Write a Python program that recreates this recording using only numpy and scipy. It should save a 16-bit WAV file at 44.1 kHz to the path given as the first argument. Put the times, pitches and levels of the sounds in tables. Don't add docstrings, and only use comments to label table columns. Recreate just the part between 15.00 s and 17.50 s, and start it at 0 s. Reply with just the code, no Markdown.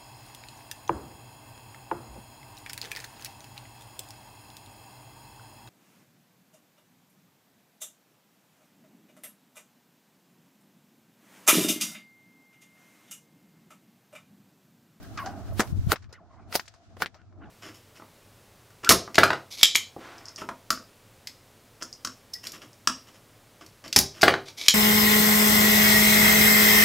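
import sys
import numpy as np
from scipy import signal
from scipy.fft import rfft, irfft, next_fast_len
from scipy.io import wavfile
from scipy.ndimage import map_coordinates

SR = 44100
rng = np.random.default_rng(int(sys.argv[2]) if len(sys.argv) > 2 else 0)


def unload_wav(signal):
    wavfile.write(
        sys.argv[1],
        SR,
        np.round(np.clip(np.atleast_2d(signal).T, -1, 1) * 32767).astype(np.int16),
    )


N = 110250


def amp(db):
    return 10 ** (np.asarray(db) / 20)


def unit(x):
    return x / np.sqrt(np.mean(x ** 2) + 1e-20)


def along(points, hz):
    point_hz, values = np.transpose(points)
    return np.interp(np.log(hz + 1), np.log(point_hz + 1), values)


def curves(rows):
    times_s, *columns = np.transpose(rows)
    return [np.interp(np.arange(N) / SR, times_s, column) for column in columns]


def wobble(rate):
    points = rng.standard_normal(int(N * rate / SR) + 4)
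    return map_coordinates(points, [np.arange(N) * rate / SR])


def filtered(x, response):
    n = x.shape[-1]
    padded = next_fast_len(n + 8192)
    spectrum = rfft(x, padded) * response(np.fft.rfftfreq(padded, 1 / SR))
    return irfft(spectrum, padded)[..., :n]


def peak(f, hz, q):
    return 1j * f * hz / q / (hz * hz - f * f + 1j * f * hz / q)


def pair(n, alike):
    a, b = rng.standard_normal((2, n))
    angle = np.arccos(np.clip(alike, -1, 1)) / 2
    shared, opposed = np.cos(angle) * a, np.sin(angle) * b
    return np.array([shared + opposed, shared - opposed])


def add(out, s, x):
    i = round(s * SR)
    out[:, i:i + x.shape[1]] += x[:, :N - i]


def wind():
    # time_s, level_db (before the lift below)
    buffeting = [(0, -54.5), (.12, -50), (.25, -55.5), (.38, -54), (.43, -43), (.52, -40), (.58, -43),
                 (.64, -55.5), (.7, -37.5), (.78, -33), (.83, -44.5), (.9, -34.5), (.95, -71.5), (1.0, -53),
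                 (1.07, -55), (1.2, -69.5), (1.35, -63.5), (1.5, -57), (1.62, -69.5), (1.7, -67.5),
                 (1.85, -71), (1.97, -56.5), (2.1, -72), (2.3, -60.5), (2.4, -58), (2.5, -55)]
    # pitch_hz, relative_db
    rumble_tone = [(12, -43.5), (20, -18.5), (54, -10), (97, 1), (169, -19.5), (198, -17.5), (273, -21.5),
                   (484, -36), (818, -47.5), (900, -40), (1170, -67.5), (1980, -120)]
    [level_db] = curves(buffeting)
    lumps = amp(3 * np.array([wobble(22), wobble(22)]))
    rumble = filtered(pair(N, -0.28), lambda f: amp(along(rumble_tone, f)))
    return amp(level_db + 8.5) * unit(lumps * rumble)


def wind_slaps():
    # time_s (centre 3.9 ms later), strength_db (before the lift), pitch_hz, left_right_db (before the .4)
    slap_rows = [(0.507, -33, 86.1, 6), (0.725, -29, 121, 11.5), (0.79, -21, 83, -9.5),
                 (0.869, -24, 121, 9)]
    out = np.zeros((2, N))
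    t = np.arange(-900, 900) / SR
    for s, db, hz, pan_db in slap_rows:
        slap = np.sin(2 * np.pi * hz * t) * np.exp(-(2.25 * hz * t) ** 2)
        sides = np.array([[amp(pan_db / 2)], [-.4 * amp(-pan_db / 2)]])
        add(out, s + t[0] + 0.0039, amp(db + 8.5) * sides * slap)
    return out


def air():
    # time_s, murmur_db, hiss_db (before the lifts and wobbles below)
    air_levels = [(0.0, -51, -60.5), (0.47, -48.5, -61.5), (0.66, -55, -58), (0.79, -57.5, -61.5),
                  (0.93, -59, -58.5), (1.07, -77, -77), (1.14, -64.5, -82.5), (1.35, -65, -74),
                  (1.45, -55.5, -77.5), (1.58, -59, -56), (1.68, -81.5, -66.5), (1.87, -63.5, -70),
                  (2.05, -59, -69.5), (2.2, -71.5, -74.5), (2.35, -60.5, -80.5), (2.5, -51.5, -71)]
    # pitch_hz, relative_db
    murmur_tone = [(88, -39), (150, 4.5), (322, 6), (532, -11.5), (667, 2.5), (947, -14), (1220, -10.5),
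                   (3000, -42.5), (3900, -61), (6600, -120)]
    hiss_tone = [(530, -29.5), (900, -13), (1100, -7.5), (1190, -14), (1310, -4.5), (2250, -14),
                 (12000, -11.5), (16000, -10.5)]
    hiss_dulls = 2.1
    hiss_flicker_db = 1.8
    murmur_db, hiss_db = curves(air_levels)

    murmur_points = [(60, -33.0)] + murmur_tone + [(6000, -64.5)]
    murmur = unit(filtered(pair(N, 0.84), lambda f: amp(along(murmur_points, f))))
    murmur_gain = amp(murmur_db + 1.5 + 2.9 * wobble(22))

    hiss_points = [(300, -35.0)] + hiss_tone
    hiss = unit(filtered(pair(N, 0.078), lambda f: amp(along(hiss_points, f))))
    dull = filtered(hiss, lambda f: 1 / (1 + (f / 7000) ** 8))
    hiss = dull + (hiss - dull) * amp(hiss_dulls * (hiss_db - hiss_db.max()))
    hiss_gain = amp(hiss_db + 7.5 + hiss_flicker_db * wobble(35))
    return murmur_gain * murmur + hiss_gain * hiss


def whistle(table, steady, width_hz, octave_db, swish_db):
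    hz, level_db = curves(table)
    turn = 2 * np.pi * np.cumsum(hz) / SR

    def line(order):
        slow = filtered(rng.standard_normal((2, N)), lambda f: 1 / (1 + (f / (order * width_hz)) ** 4))
        slow = unit(slow) + [[steady], [0]]
        return unit(slow[0] * np.cos(order * turn) + slow[1] * np.sin(order * turn))

    rough = pair(N, .85) * amp(3.2 * wobble(150))
    f, t, slices = signal.stft(rough, SR, nperseg=512)
    slice_hz = np.interp(t, np.arange(N) / SR, hz)
    gain = abs(peak(f[:, None], 0.98 * slice_hz, q=1.1)) ** 3
    swish = unit(signal.istft(slices * gain, SR, nperseg=512)[1][:, :N])
    return amp(level_db) * (line(order=1) + amp(octave_db) * line(order=2) + amp(swish_db) * swish)


def colour(hz, q, bass_db, treble_db, top_db):
    def response(f):
        body = peak(f, hz, q) / (1 + 1j * f / (3 * hz))
        bass = peak(f, 310, 0.42) / (1 + 1j * f / 4000)
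        treble = peak(f, 5280, 1.7) ** 2
        top = 2 * (1j * f / (8300 + 1j * f)) ** 2
        return body + amp(bass_db) * bass - amp(treble_db) * treble - amp(top_db) * top
    return response


def spread(n, shape, spiky_db):
    # pitch_hz, gain_db
    side_gain = [(300, -22), (1500, -8), (4000, -5.5), (9000, -2)]
    spikes = amp(spiky_db * (wobble(800) + 0.33 * wobble(180))[:n])
    a, b = rng.standard_normal((2, n)) * spikes
    mid = filtered(a, shape)
    side = filtered(b, lambda f: shape(f) * amp(along(side_gain, f)))
    return unit(np.array([mid + side, mid - side]))


def flicks():
    # start_s, strength_db (noise is set 17.5 dB lower), pitch_hz (centre), t60_s (time to fade 60 dB),
    # bass_db, treble_db, top_db (gains of the colour's parts), rise_s
    flick_rows = [(0.027, -29, 1550, 0.057, -15, -5, -10, 0.0012),
                  (0.174, -19, 1220, 0.086, -10, -8, -56, 0.00067),
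                  (0.193, -30.5, 1100, 0.41, -13, -10.5, -15, 0.0017),
                  (0.259, -18, 724, 0.13, -11, -12.5, -62, 0.0006),
                  (0.505, -31, 643, 0.1, -19, -27.5, -38, 0.0023),
                  (0.6, -3.5, 6200, 0.064, -50, -40, -45, 0.0021),
                  (0.528, -31, 12500, 0.1, -40, -40, -40, 0.0068),
                  (0.673, -24, 668, 0.044, 10, -4, -17, 0.0011),
                  (0.893, -22.5, 1160, 0.097, -19, -17, -24, 0.0026),
                  (1.022, -35.5, 1560, 0.095, -28, -9.5, -48, 0.0023),
                  (1.089, -42, 624, 0.44, -17, -22, -40, 0.0023),
                  (1.126, -25.5, 1250, 0.063, 26.5, 23, -48, 0.00097),
                  (1.967, -24, 610, 0.049, -1.5, -33.5, -60, 0.0012),
                  (2.001, -16.5, 1340, 0.088, 23, 5, -25, 0.0051),
                  (1.89, -42, 300, 0.2, -7, -50, -62, 0.028),
                  (2.161, -38, 918, 0.097, -1, -10.5, -36, 0.0022)]
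    out, t = np.zeros((2, N)), np.arange(SR // 4) / SR
    for s, db, hz, t60, bass_db, treble_db, top_db, rise in flick_rows:
        puff = spread(len(t), colour(hz, 2.3, bass_db, treble_db, top_db), spiky_db=1.5)
        fade = amp(db - 17.5 - 60 * t / t60)
        add(out, s, puff * fade * (1 - np.exp(-t / max(rise, 1e-4))))
    return out


def swells():
    # end_s, end_db
    swell_rows = [(0.598, -33), (.92, -27.5), (1.555, -25.5), (2.022, -37.5)]
    rise_db_per_s = 700
    out, t = np.zeros((2, N)), np.arange(SR // 14) / SR
    for s, db in swell_rows:
        noise = spread(len(t), colour(1400, 0.17, -12.0, -13, -14.5), spiky_db=0.5)
        add(out, s - t[-1], noise * amp(db - rise_db_per_s * t[::-1]))
    return out


def cracks(table, q, cycles, click_hz, jump_s, slap_db):
    front_s = .001
    subhits, subhit_span_s, subhit_fade_db = 7, 0.015, 12
    out, t = np.zeros((2, N)), np.arange(SR // 5) / SR
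    for s, db, hz, click_db, t60, scatter_db, bass_db, treble_db, top_db, pan_db in table:
        u = hz * (t - front_s) - .75
        front = -np.cos(2 * np.pi * u) * np.exp(-np.where(u < 0, (2 * u) ** 2, u / cycles))
        from_jump_s = abs(u / hz)
        jump = np.sign(u) * np.exp(-from_jump_s / jump_s)
        jump = jump + 0.5 * np.exp(-from_jump_s / 0.0003) * pair(len(t), .8)
        click = amp(click_db) * filtered(jump, lambda f: 1 / (1 + (f / click_hz) ** 6))

        late, size = rng.random((2, subhits))
        slaps = np.zeros(len(t))
        slaps[0] = 1
        places = (SR * (front_s + subhit_span_s * late)).astype(int)
        slaps[places] = amp(slap_db - subhit_fade_db * late) * (2 * size - 1)
        snap = signal.fftconvolve(front + click, slaps[None], axes=1)[:, :len(t)]

        tail = spread(len(t), colour(hz, q, bass_db, treble_db, top_db), spiky_db=3.0)
        tail = tail * amp(scatter_db - 60 * t / t60) * (1 - np.exp(-(t / (2 * front_s)) ** 2))
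        dull = filtered(tail, lambda f: 1 / (1 + 1j * f / 2500))
        tail = dull + (tail - dull) * amp(-300 * t)
        sides = amp(db + np.array([[pan_db / 2], [-pan_db / 2]]))
        add(out, s, sides * (snap + tail))
    return out


def scene():
    # time_s, pitch_hz, level_db (of the line on the pitch)
    thong_path = [(0, 1500, -76), (.05, 1600, -56), (.1, 1200, -78), (.165, 1300, -58), (.18, 1246, -34.5),
                  (.2, 1093, -38.5), (.232, 1068, -41.5), (.24, 720.6, -47.5), (.27, 720, -37.5),
                  (.32, 800, -47), (.4, 680, -49.5), (.46, 800, -58.5), (.53, 640, -44.5),
                  (.56, 650, -80.5), (.66, 660, -47), (.72, 650, -106), (.93, 714, -39.5), (1.0, 900, -104),
                  (1.11, 900, -83), (1.15, 2200, -58.5), (1.18, 1400, -65.5), (1.21, 702.3, -58),
                  (1.28, 702.2, -63.5), (1.33, 613.3, -64), (1.39, 780, -56.5), (1.45, 750, -68),
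                  (1.52, 700, -54), (1.64, 680, -73.5), (1.82, 680, -65.5), (1.9, 680, -84.5),
                  (2.1, 696.6, -93), (2.155, 660, -55), (2.19, 678.4, -74), (2.28, 700, -75.5),
                  (2.38, 695.4, -77.5), (2.42, 784, -56.5), (2.425, 1450, -58), (2.445, 1428, -50),
                  (2.45, 813.4, -62.5), (2.5, 750, -54.5)]
    tip_path = [(0, 1500, -74), (.165, 1900, -80), (.178, 1900, -53.5), (.195, 1600, -38.5),
                (.21, 1350, -47.5), (.235, 1300, -53.5), (.26, 1600, -52), (.33, 1400, -59.5),
                (.4, 1300, -85), (.48, 1500, -61), (.55, 1300, -85), (.64, 1100, -46.5), (.7, 1000, -78),
                (1.1, 1200, -77.5), (1.14, 1500, -61), (1.2, 1500, -82), (1.27, 900, -80.5),
                (1.32, 1100, -65), (1.36, 900, -64), (1.41, 1220, -63.5), (1.46, 1100, -71),
                (1.52, 1000, -90.5), (2.14, 1000, -86.5), (2.2, 1500, -64.5), (2.25, 1300, -79.5),
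                (2.38, 1000, -80), (2.42, 1400, -66.5), (2.445, 2000, -69), (2.48, 1300, -66),
                (2.5, 1000, -74)]
    # start_s, front_db (split by left_right_db), pitch_hz (ring), click_db,
    # t60_s (time the scatter takes to fade 60 dB, before its treble loss), scatter_db,
    # bass_db, treble_db, top_db (gains of the scatter colour's parts), left_right_db
    crack_rows = [(0.5932, -12.5, 273, -5, 0.11, -4.5, 36.5, -25.5, -23.5, 1.5),
                  (0.6042, -7.5, 1510, -7.5, 0.11, -21, -9.5, -10, -28.5, 1),
                  (0.918, -4, 1280, 2.5, 0.068, -8.5, 5, -15.5, -13.5, 1),
                  (1.5525, -12.5, 703.4, 6.5, 0.06, -1.5, -10, -5.5, -12.5, 1),
                  (1.558, -18.5, 790, 6.5, 0.12, -6.5, -14, -1, -9, 2),
                  (2.02, -5.5, 1447, -6.5, 0.073, -11.5, -6.5, -20.5, -25.5, 1)]
    lesser_snap_rows = [(0.958, -23.5, 1531, -3, 0.056, -11, -27.5, -13, -49, 4),
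                        (1.042, -44.5, 1530, -1, 0.074, -11, -24, -21, -45, 3.3),
                        (1.5247, -23, 1410, -2, 0.026, -4, -13.5, -8, -38, 2.6),
                        (1.595, -18, 1525, -10, 0.051, -13, -32, -5, -28, 3.9),
                        (1.655, -46, 1620, -6, 0.11, -5, -3, 19, -31, 1.3),
                        (1.678, -38, 1860, 3, 0.085, -7.5, -2, 6, -28, 4.2),
                        (1.738, -49.5, 1040, 3, 0.15, -5, -7, -4.5, -49, 2.2),
                        (2.059, -18, 1920, 0, 0.066, -16, -12, -21, -40, 4),
                        (2.143, -46.5, 1070, 8, 0.099, -4.5, -14.5, -9.5, -31.5, 5.2),
                        (2.216, -51.5, 1830, 0, 0.074, -21.5, -25.5, -7, -32.5, 3),
                        (2.325, -48, 1107, -20.5, 0.068, -19, -7.5, -13, -39, 3.8)]
    background = wind() + wind_slaps() + air()
    thongs = whistle(thong_path, steady=.55, width_hz=80, octave_db=-14, swish_db=-6)
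    thongs = thongs + whistle(tip_path, steady=.35, width_hz=100, octave_db=-10.5, swish_db=2)
    puffs = flicks() + swells()
    snaps = cracks(crack_rows, q=4.5, cycles=.8, click_hz=16500, jump_s=.00006, slap_db=-12)
    snaps = snaps + cracks(lesser_snap_rows, q=1.8, cycles=0.26, click_hz=5900, jump_s=.0001, slap_db=-22)
    return background + thongs + puffs + snaps


def record(dry):
    ceiling, top_hz = .66, 15800
    held = dry / (1 + abs(dry / ceiling) ** 4) ** .25
    return filtered(held, lambda hz: 1 / (1 + (hz / top_hz) ** 90))


dry = scene()
out = record(dry)
unload_wav(out)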